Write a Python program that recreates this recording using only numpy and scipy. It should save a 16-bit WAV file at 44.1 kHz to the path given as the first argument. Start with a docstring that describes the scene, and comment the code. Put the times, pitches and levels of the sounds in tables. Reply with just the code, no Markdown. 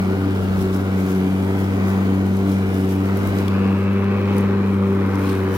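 """On a lawn, a battery mower is pushed along, heard from behind its handle.
The spinning blade makes a wavering hum, from sine waves, and churns the air in the deck, from shaped noise.
Stalks crackle and hiss tuft by tuft; the motor whines thinly, a breeze rumbles and debris ticks on the housing.
The blade slows a little in thick grass. Beside a small tree it runs freely and the rear of the deck is
heard more directly; near the end a wheel brushes past the foot of the tree."""
import sys
import numpy as np
from scipy import signal
from scipy.fft import rfft, irfft, next_fast_len
from scipy.io import wavfile
from scipy.ndimage import uniform_filter1d, map_coordinates

SR = 44100
rng = np.random.default_rng(int(sys.argv[2]) if len(sys.argv) > 2 else 0)


def transcribe(u):
    """Save the signal u as a 16-bit wav file named by the first command-line argument.

    u: samples, shape (n,) or (channels, n), limited to [-1, 1]; the rate is SR.
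    q: integer samples, one column per channel.
    """
    v = np.clip(np.atleast_2d(u).T, -1, 1)
    q = np.round(v * 32767).astype(np.int16)
    wavfile.write(sys.argv[1], SR, q)


N = 245620

# Table levels are starting points: the functions may scale them or make them waver.
# speed of the blade: [t/s, blade passes per second f/Hz]
BLADE_SPEED = [(0, 94.4), (.29, 96), (.58, 95), (.68, 94.6), (.85, 95.9), (1.05, 94.5), (1.22, 93.7),
               (1.55, 96.6), (2.05, 96.2), (2.52, 96.8), (2.9, 95), (3.25, 98), (3.47, 96.3), (4.12, 98.9),
               (4.55, 98.3), (5.2, 96.8), (5.44, 95.6), (5.57, 95)]
# view into the rear of the deck: [t/s, share 0-1, frequency scale of its resonances (a ratio)]
REAR_VIEW = [(0, 0.02, 1.5), (2.9, 0.05, 1.26), (3.38, 0.2, 1.08), (3.62, 0.88, 1.144), (4.05, 0.99, 1.077),
             (4.35, 0.91, 1.04), (4.95, 0.92, 1), (5.57, 0.83, 1.02)]
# harmonics of the blade: [multiple of the blade rate, level/dB, gain near the rear/dB, flutter/dB]
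BLADE_HARMONICS = [(1, -23, -0.1, .5), (2, -21.5, 0, 1), (3, -30.5, 1.5, 2.5), (4, -32.5, 3, 2.5),
                   (5, -41.5, 3, 3), (6, -48.5, 2.5, 1.5), (7, -59.5, -2, -2), (8, -52, 2, 2.5),
                   (10, -56.5, 3, 2)]
# slow changes of the second harmonic: [t/s, level/dB]
SECOND_HARMONIC_SWELL = [(0, 0), (.42, -4.5), (.57, 1), (.72, -3), (1.18, 2.5), (1.62, -3), (1.92, 0),
                         (2.3, 0), (2.55, 2.5), (2.68, -1), (3.1, 0), (3.28, -4), (3.7, 2), (4.24, -0.5),
                         (4.46, 2.5), (4.92, 2), (5.17, -2.5), (5.57, -5.5)]
# slow changes of the third harmonic: [t/s, level/dB]
THIRD_HARMONIC_SWELL = [(.1, -8), (.27, 4), (.52, -14), (.8, 4.5), (.95, -3), (1.25, 5.5), (1.9, -9),
                        (2.16, 6), (2.34, -7), (2.5, 1.5), (2.64, -1), (2.97, 4.5), (3.13, -5.5),
                        (3.36, 4.5), (3.65, -6), (4.98, -11), (5.17, 6), (5.45, -1.5)]
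# slow changes of the fourth harmonic: [t/s, level/dB]
FOURTH_HARMONIC_SWELL = [(0, -9), (.14, 5), (.5, -7.5), (.63, 6.5), (.9, -7.5), (1.18, 3.5), (1.4, -2.5),
                         (1.5, 3), (1.62, -1.5), (2.4, -1.5), (2.9, 2), (3.6, -4), (3.85, -1), (4.35, 1.5),
                         (4.93, 1.5), (5.19, -10), (5.32, 5), (5.57, -6)]
# spectrum of the air heard through the deck's shell: [f/Hz, relative level/dB]
SHELL_SPECTRUM = [(40, -49), (110, -14.5), (165, -6), (230, -1), (330, -3), (440, -5), (540, -11.5),
                  (760, -12), (1150, -16.5), (1450, -15.5), (1780, -24), (2220, -19), (2700, -27),
                  (4200, -33.5), (8000, -43)]
# spectrum of the air heard at the rear of the deck: [f/Hz, relative level/dB]
REAR_SPECTRUM = [(40, -36), (130, -8), (230, 0.5), (430, -2.5), (540, -7), (670, -16), (800, -12),
                 (1080, -9.5), (1400, -14.5), (1700, -19.5), (2000, -17.5), (2380, -17.5), (2680, -26),
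                 (3150, -29), (3800, -32), (6000, -44.5), (9000, -51.5)]
# strength of the turbulence in the deck: [t/s, level/dB]
TURBULENCE = [(0, -0.5), (.4, 0), (.8, -.7), (1.25, -0.5), (1.62, 0.5), (2.1, 0), (2.48, -1), (3.0, -0.5),
              (3.4, 1), (3.9, -0.6), (4.33, 1.05), (4.78, -1.2), (5.1, 0.1), (5.57, -0.5)]
# spectrum of the cut grass: [f/Hz, relative level/dB]
GRASS_SPECTRUM = [(1500, -29), (3000, 4), (4300, -1.5), (5700, 4), (7000, -1.5), (8700, -2), (10300, 1),
                  (13000, 1.5), (16000, -2)]
# tufts of thicker grass meeting the blade: [peak t/s, length/s, level/dB]
GRASS_TUFTS = [(.61, 0.081, -39.5), (.75, .09, -42.5), (1.0, 0.082, -44), (1.1, 0.21, -43.5),
               (1.46, .07, -51), (1.6, 0.13, -44), (1.89, .09, -43), (2.37, .08, -46), (2.52, 0.091, -42),
               (2.76, 0.21, -43.5), (2.91, .1, -41), (3.05, 0.074, -46), (3.18, 0.076, -44),
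               (3.27, 0.098, -43), (3.39, 0.092, -40.5), (3.72, 0.067, -54), (3.93, .08, -53),
               (4.36, .2, -48.5), (5.29, 0.29, -42.5), (5.56, 0.098, -40)]
# motor tones that follow the speed: [multiple of the blade rate, level/dB]
MOTOR_TONES = [(30, -63), (33, -73), (41.7, -64)]
# spectrum of wind on the microphones: [f/Hz, relative level/dB]
WIND_SPECTRUM = [(15, -24), (35, -8), (55, 1), (80, 0), (140, -9), (300, -47)]
# breaths of wind on the microphones: [peak t/s, length/s, level/dB]
WIND_GUSTS = [(.35, .25, -39), (.6, 0.29, -34), (3.27, 0.23, -32)]
# bits of debris hitting the housing: [t/s, level/dB, ring f/Hz]
DEBRIS_TICKS = [(.6085, -30, 3700), (.7442, -32, 5500), (2.5167, -33, 5030), (2.892, -37, 5959),
                (3.1717, -28, 11900), (3.273, -27.5, 12500), (3.3861, -30, 5100), (3.481, -21, 3193),
                (4.0422, -33, 4000), (4.3817, -23, 10970), (4.4081, -34, 10400), (5.1552, -31, 5960),
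                (5.294, -29.5, 4330)]
# spectrum of a wheel on bark and dry stalks: [f/Hz, relative level/dB]
BARK_SPECTRUM = [(1200, -27), (2500, 2), (3300, -5), (4150, -1), (5200, -20), (8000, -13), (15000, -22)]
# a wheel brushing past the foot of the tree: [peak t/s, length/s, level/dB]
WHEEL_SCRAPES = [(5.29, 0.15, -39.5), (5.56, .08, -49)]
# how alike left and right are in noise: [f/Hz, likeness 0-1]
LEFT_RIGHT_LIKENESS = [(60, 0.94), (290, 0.89), (640, 0.45), (1400, 0.75), (3000, 0.62), (6000, 0),
                       (15000, 0.015)]
# difference in colour between the microphones: [f/Hz, left minus right level/dB]
MICROPHONE_BALANCE = [(100, 1.3), (300, 1.2), (690, -0.6), (1200, 4.5), (2300, -0.5), (4500, 2),
                      (9000, -1.9), (15000, -0.9)]

WORKING_HZ = 97.36  # blade rate in ordinary grass; any faster and it runs almost free
RISE_SHARE = 0.44  # part of a swell's length spent rising
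TOP_HZ = 15900  # upper limit of the microphones


def amp(db):
    """Turn decibels into gain."""
    return 10 ** (np.asarray(db) / 20)


def unit(x):
    """Scale a signal to rms 1."""
    return x / np.sqrt(np.mean(x ** 2) + 1e-20)


def along(points, hz):
    """Read a table of frequency and value on a log frequency axis."""
    f, v = np.transpose(points)
    return np.interp(np.log(hz + 1), np.log(f + 1), v)


def curves(rows):
    """Give one value per sample for each column after the time."""
    s, *columns = np.transpose(rows)
    return [np.interp(np.arange(N) / SR, s, column) for column in columns]


def wobble(rate):
    """Make a smooth random curve through `rate` random points a second."""
    points = rng.standard_normal(int(N * rate / SR) + 4)
    return map_coordinates(points, [np.arange(N) * rate / SR])


def filtered(x, response):
    """Multiply the spectrum of x by a response that depends on frequency."""
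    m = next_fast_len(N + SR // 4)  # spare room for the filter's tail
    spectrum = rfft(x, m) * response(np.fft.rfftfreq(m, 1 / SR))
    return irfft(spectrum, m)[..., :N]


def rush(spectrum, patchy_db=0., scale=0.99):
    """Stereo noise of rms 1, alike in the bass; higher up, resonances shift by scale and come in patches."""
    hz, t, noise = signal.stft(rng.standard_normal((2, N)), SR, nperseg=2048)
    hz = hz[:, None]
    upper = np.clip(hz / 1000 - .5, 0, 1)  # 0 below 500 Hz, 1 above 1500 Hz
    shift = np.interp(t * SR, np.arange(N), scale * np.ones(N)) ** upper
    patches = rng.standard_normal(noise.shape[1:])
    for _ in range(2):
        patches = uniform_filter1d(patches, size=6, axis=0)  # across frequency
        patches = uniform_filter1d(patches, size=9, axis=1)  # across time
    colour = amp(along(spectrum, hz / shift) + patchy_db * upper * unit(patches))
    # the mix of shared and opposite noise sets how alike the two sides are
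    turn = np.arccos(along(LEFT_RIGHT_LIKENESS, hz)) / 2
    mixed = noise * colour * [np.cos(turn), np.sin(turn)]
    mid, side = signal.istft(mixed, nperseg=2048)[1][:, :N]
    return unit(np.array([mid + side, mid - side]))


def from_right(x, lag_ms):
    """Sound from the right reaches the left microphone later, by lag_ms."""
    lag_s = np.array([[.5], [-.5]]) * lag_ms / 1000
    return filtered(x, lambda hz: np.exp(-2j * np.pi * hz * lag_s))


def swells(rows, bed_db):
    """Gain of a bed plus events that peak at their time; length is between the points 10 dB below the peak."""
    t, power = np.arange(N) / SR, amp(bed_db) ** 2
    for s, length, db in rows:
        away = np.maximum((s - t) / RISE_SHARE, (t - s) / (1 - RISE_SHARE)) / length
        power = power + amp(db - 10 * away) ** 2
    return np.sqrt(power)


def blade_hum(phase, speed, near, bog_hz=95.6, bog_db_per_hz=2.2, drift=0.16):
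    """Each blade pass is a pressure pulse; harmonics waver, and the fundamental weakens as the blade bogs down."""
    bog_db = -bog_db_per_hz * np.maximum(bog_hz - speed, 0) * (1 - near)
    slow_db = {1: bog_db,
               2: curves(SECOND_HARMONIC_SWELL)[0],
               3: curves(THIRD_HARMONIC_SWELL)[0],
               4: curves(FOURTH_HARMONIC_SWELL)[0]}
    # the deck's cavity turns the harmonics against the fundamental, most of all at the rear
    turn = (1 + 1.5 * near) / 2  # radians
    hum = np.zeros(N)
    for multiple, db, near_db, flutter_db in BLADE_HARMONICS:
        k = round(multiple)
        level_db = db + slow_db.get(k, 0) + near_db * near + flutter_db * wobble(11)
        offset = turn * ((k > 1) + (k > 4))  # turned once above the first harmonic, twice above the fourth
        offset = offset + drift * min(k - 1, 4) * wobble(5)
        hum += amp(level_db) * np.cos(k * phase + offset)
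    through_shell = from_right((1 - near) * hum, lag_ms=0.16)
    from_rear = from_right(near * hum, lag_ms=0.08)
    return np.sqrt(2) * (through_shell + from_rear)


def deck_air(phase, near, shell_db=-26, rear_db=-26, waver_db=0.73,
             throb=0.13, rear_throb=.24, uneven=0.072):
    """Turbulence in the deck; above the bass it comes in puffs, one for each blade pass."""
    shell_noise = rush(SHELL_SPECTRUM, patchy_db=2.0)
    shell = from_right(shell_noise, lag_ms=0.2) * amp(shell_db)
    rear_noise = rush(REAR_SPECTRUM, patchy_db=1.67, scale=curves(REAR_VIEW)[1])
    rear = from_right(rear_noise, lag_ms=0.097) * amp(rear_db)
    strength = amp(curves(TURBULENCE)[0] + waver_db * wobble(8))
    air = (np.sqrt(1 - near) * shell + np.sqrt(near) * rear) * strength
    bass = filtered(air, lambda hz: 1 / (1 + (hz / 850) ** 8))
    depth = throb + (rear_throb - throb) * near
    puffs = 1 - depth * np.cos(phase) + uneven * wobble(70)
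    return bass + (air - bass) * unit(puffs)


def cutting(phase, speed, lawn_db=-53, free_db=6, patchy_db=1.5, snaps_per_s=1200,
            spread_db=3.5, snap_db=-2.5, hiss_db=-2.5):
    """Stalks snap at the blade tips and clippings hiss along the chute: most in tufts, least when running free."""
    chance = snaps_per_s / SR * (1 - .4 * np.cos(phase))  # snaps bunch with the blade passes
    sizes = amp(spread_db * np.minimum(rng.exponential(size=N), 2))
    sizes = sizes * np.clip(rng.standard_normal((2, N)), -2, 2)  # differs left and right
    clicks = (rng.random(N) < chance) * sizes
    snaps = filtered(clicks, lambda hz: amp(along(GRASS_SPECTRUM, hz)))
    running_free = np.clip(speed - WORKING_HZ, 0, 1)
    bed_db = lawn_db - free_db * running_free + patchy_db * wobble(15)
    level = swells(GRASS_TUFTS, bed_db) * amp(wobble(90))
    hiss = rush(GRASS_SPECTRUM, patchy_db=4.0)
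    return level * (amp(snap_db) * unit(snaps) + amp(hiss_db) * hiss)


def motor_whine(phase, drive_hz=7007, drive_db=-71):
    """Thin motor tones follow the blade's rotation, while the drive whistles at a nearly steady pitch."""
    t, sides = np.arange(N) / SR, []
    for _ in range(2):  # the wavering differs left and right
        motor = np.zeros(N)
        for k, db in MOTOR_TONES:
            motor += amp(db + 2.2 * wobble(2.939)) * np.sin(k * phase + wobble(10))
        drive = amp(drive_db) * np.sin(2 * np.pi * drive_hz * t + wobble(16))
        sides.append(motor + drive)
    return np.array(sides)


def breeze(calm_db=-47):
    """Moving air rumbles softly, differently on each microphone."""
    rumble = np.array([rush(WIND_SPECTRUM)[0], rush(WIND_SPECTRUM)[1]])
    return swells(WIND_GUSTS, calm_db) * amp(wobble(12)) * rumble


def debris(t60_s=0.013, attack_s=0.00054, ring_width=0.22, crack_db=-10, ping_db=-7):
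    """Hard bits flung against the plastic give short, damped ticks: a band of crackle round one ringing mode."""
    out, t = np.zeros((2, N + SR)), np.arange(2048) / SR
    hz = np.fft.rfftfreq(len(t), 1 / SR)
    envelope = amp(-60 * t / t60_s) * (1 - np.exp(-t / attack_s))
    for s, db, ring_hz in DEBRIS_TICKS:
        ring_band = 1 / np.hypot(1, (hz / ring_hz - 1) / ring_width) ** 2
        colour = ring_band + amp(crack_db) * (hz > 1800)
        burst = unit(irfft(rfft(rng.standard_normal((2, len(t)))) * colour))
        ping = amp(ping_db) * np.sin(2 * np.pi * ring_hz * t)
        start = round(s * SR)
        out[:, start:start + len(t)] += amp(db - 0.5) * (burst + ping) * envelope
    return out[:, :N]


def scrape(ring_hz=4120, ring_db=-13):
    """The wheel rubs unevenly over bark and dry stalks, and the housing rings faintly."""
    t = np.arange(N) / SR
    ring = amp(ring_db) * np.sin(2 * np.pi * ring_hz * t + 2 * wobble(90))
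    rubbing = rush(BARK_SPECTRUM, patchy_db=2)
    level = swells(WHEEL_SCRAPES, -np.inf) * amp(2 * wobble(140))  # no bed between the scrapes
    return level * (rubbing + ring)


def scene():
    """The blade's rotation drives hum, air, cutting and motor tones together; the other sounds are added."""
    speed, near = curves(BLADE_SPEED)[0], curves(REAR_VIEW)[0]
    phase = 2 * np.pi * np.cumsum(speed) / SR  # one turn of phase per blade pass
    mower = blade_hum(phase, speed, near) + deck_air(phase, near)
    mower = mower + cutting(phase, speed) + motor_whine(phase)
    return mower + breeze() + debris() + scrape()


def record(dry):
    """The two microphones differ a little in colour and share a band limit."""
    half = np.array([[.5], [-.5]])  # half the difference on each side
    return filtered(dry, lambda hz: amp(half * along(MICROPHONE_BALANCE, hz)) * (hz < TOP_HZ))


dry = scene()
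out = record(dry)
transcribe(out)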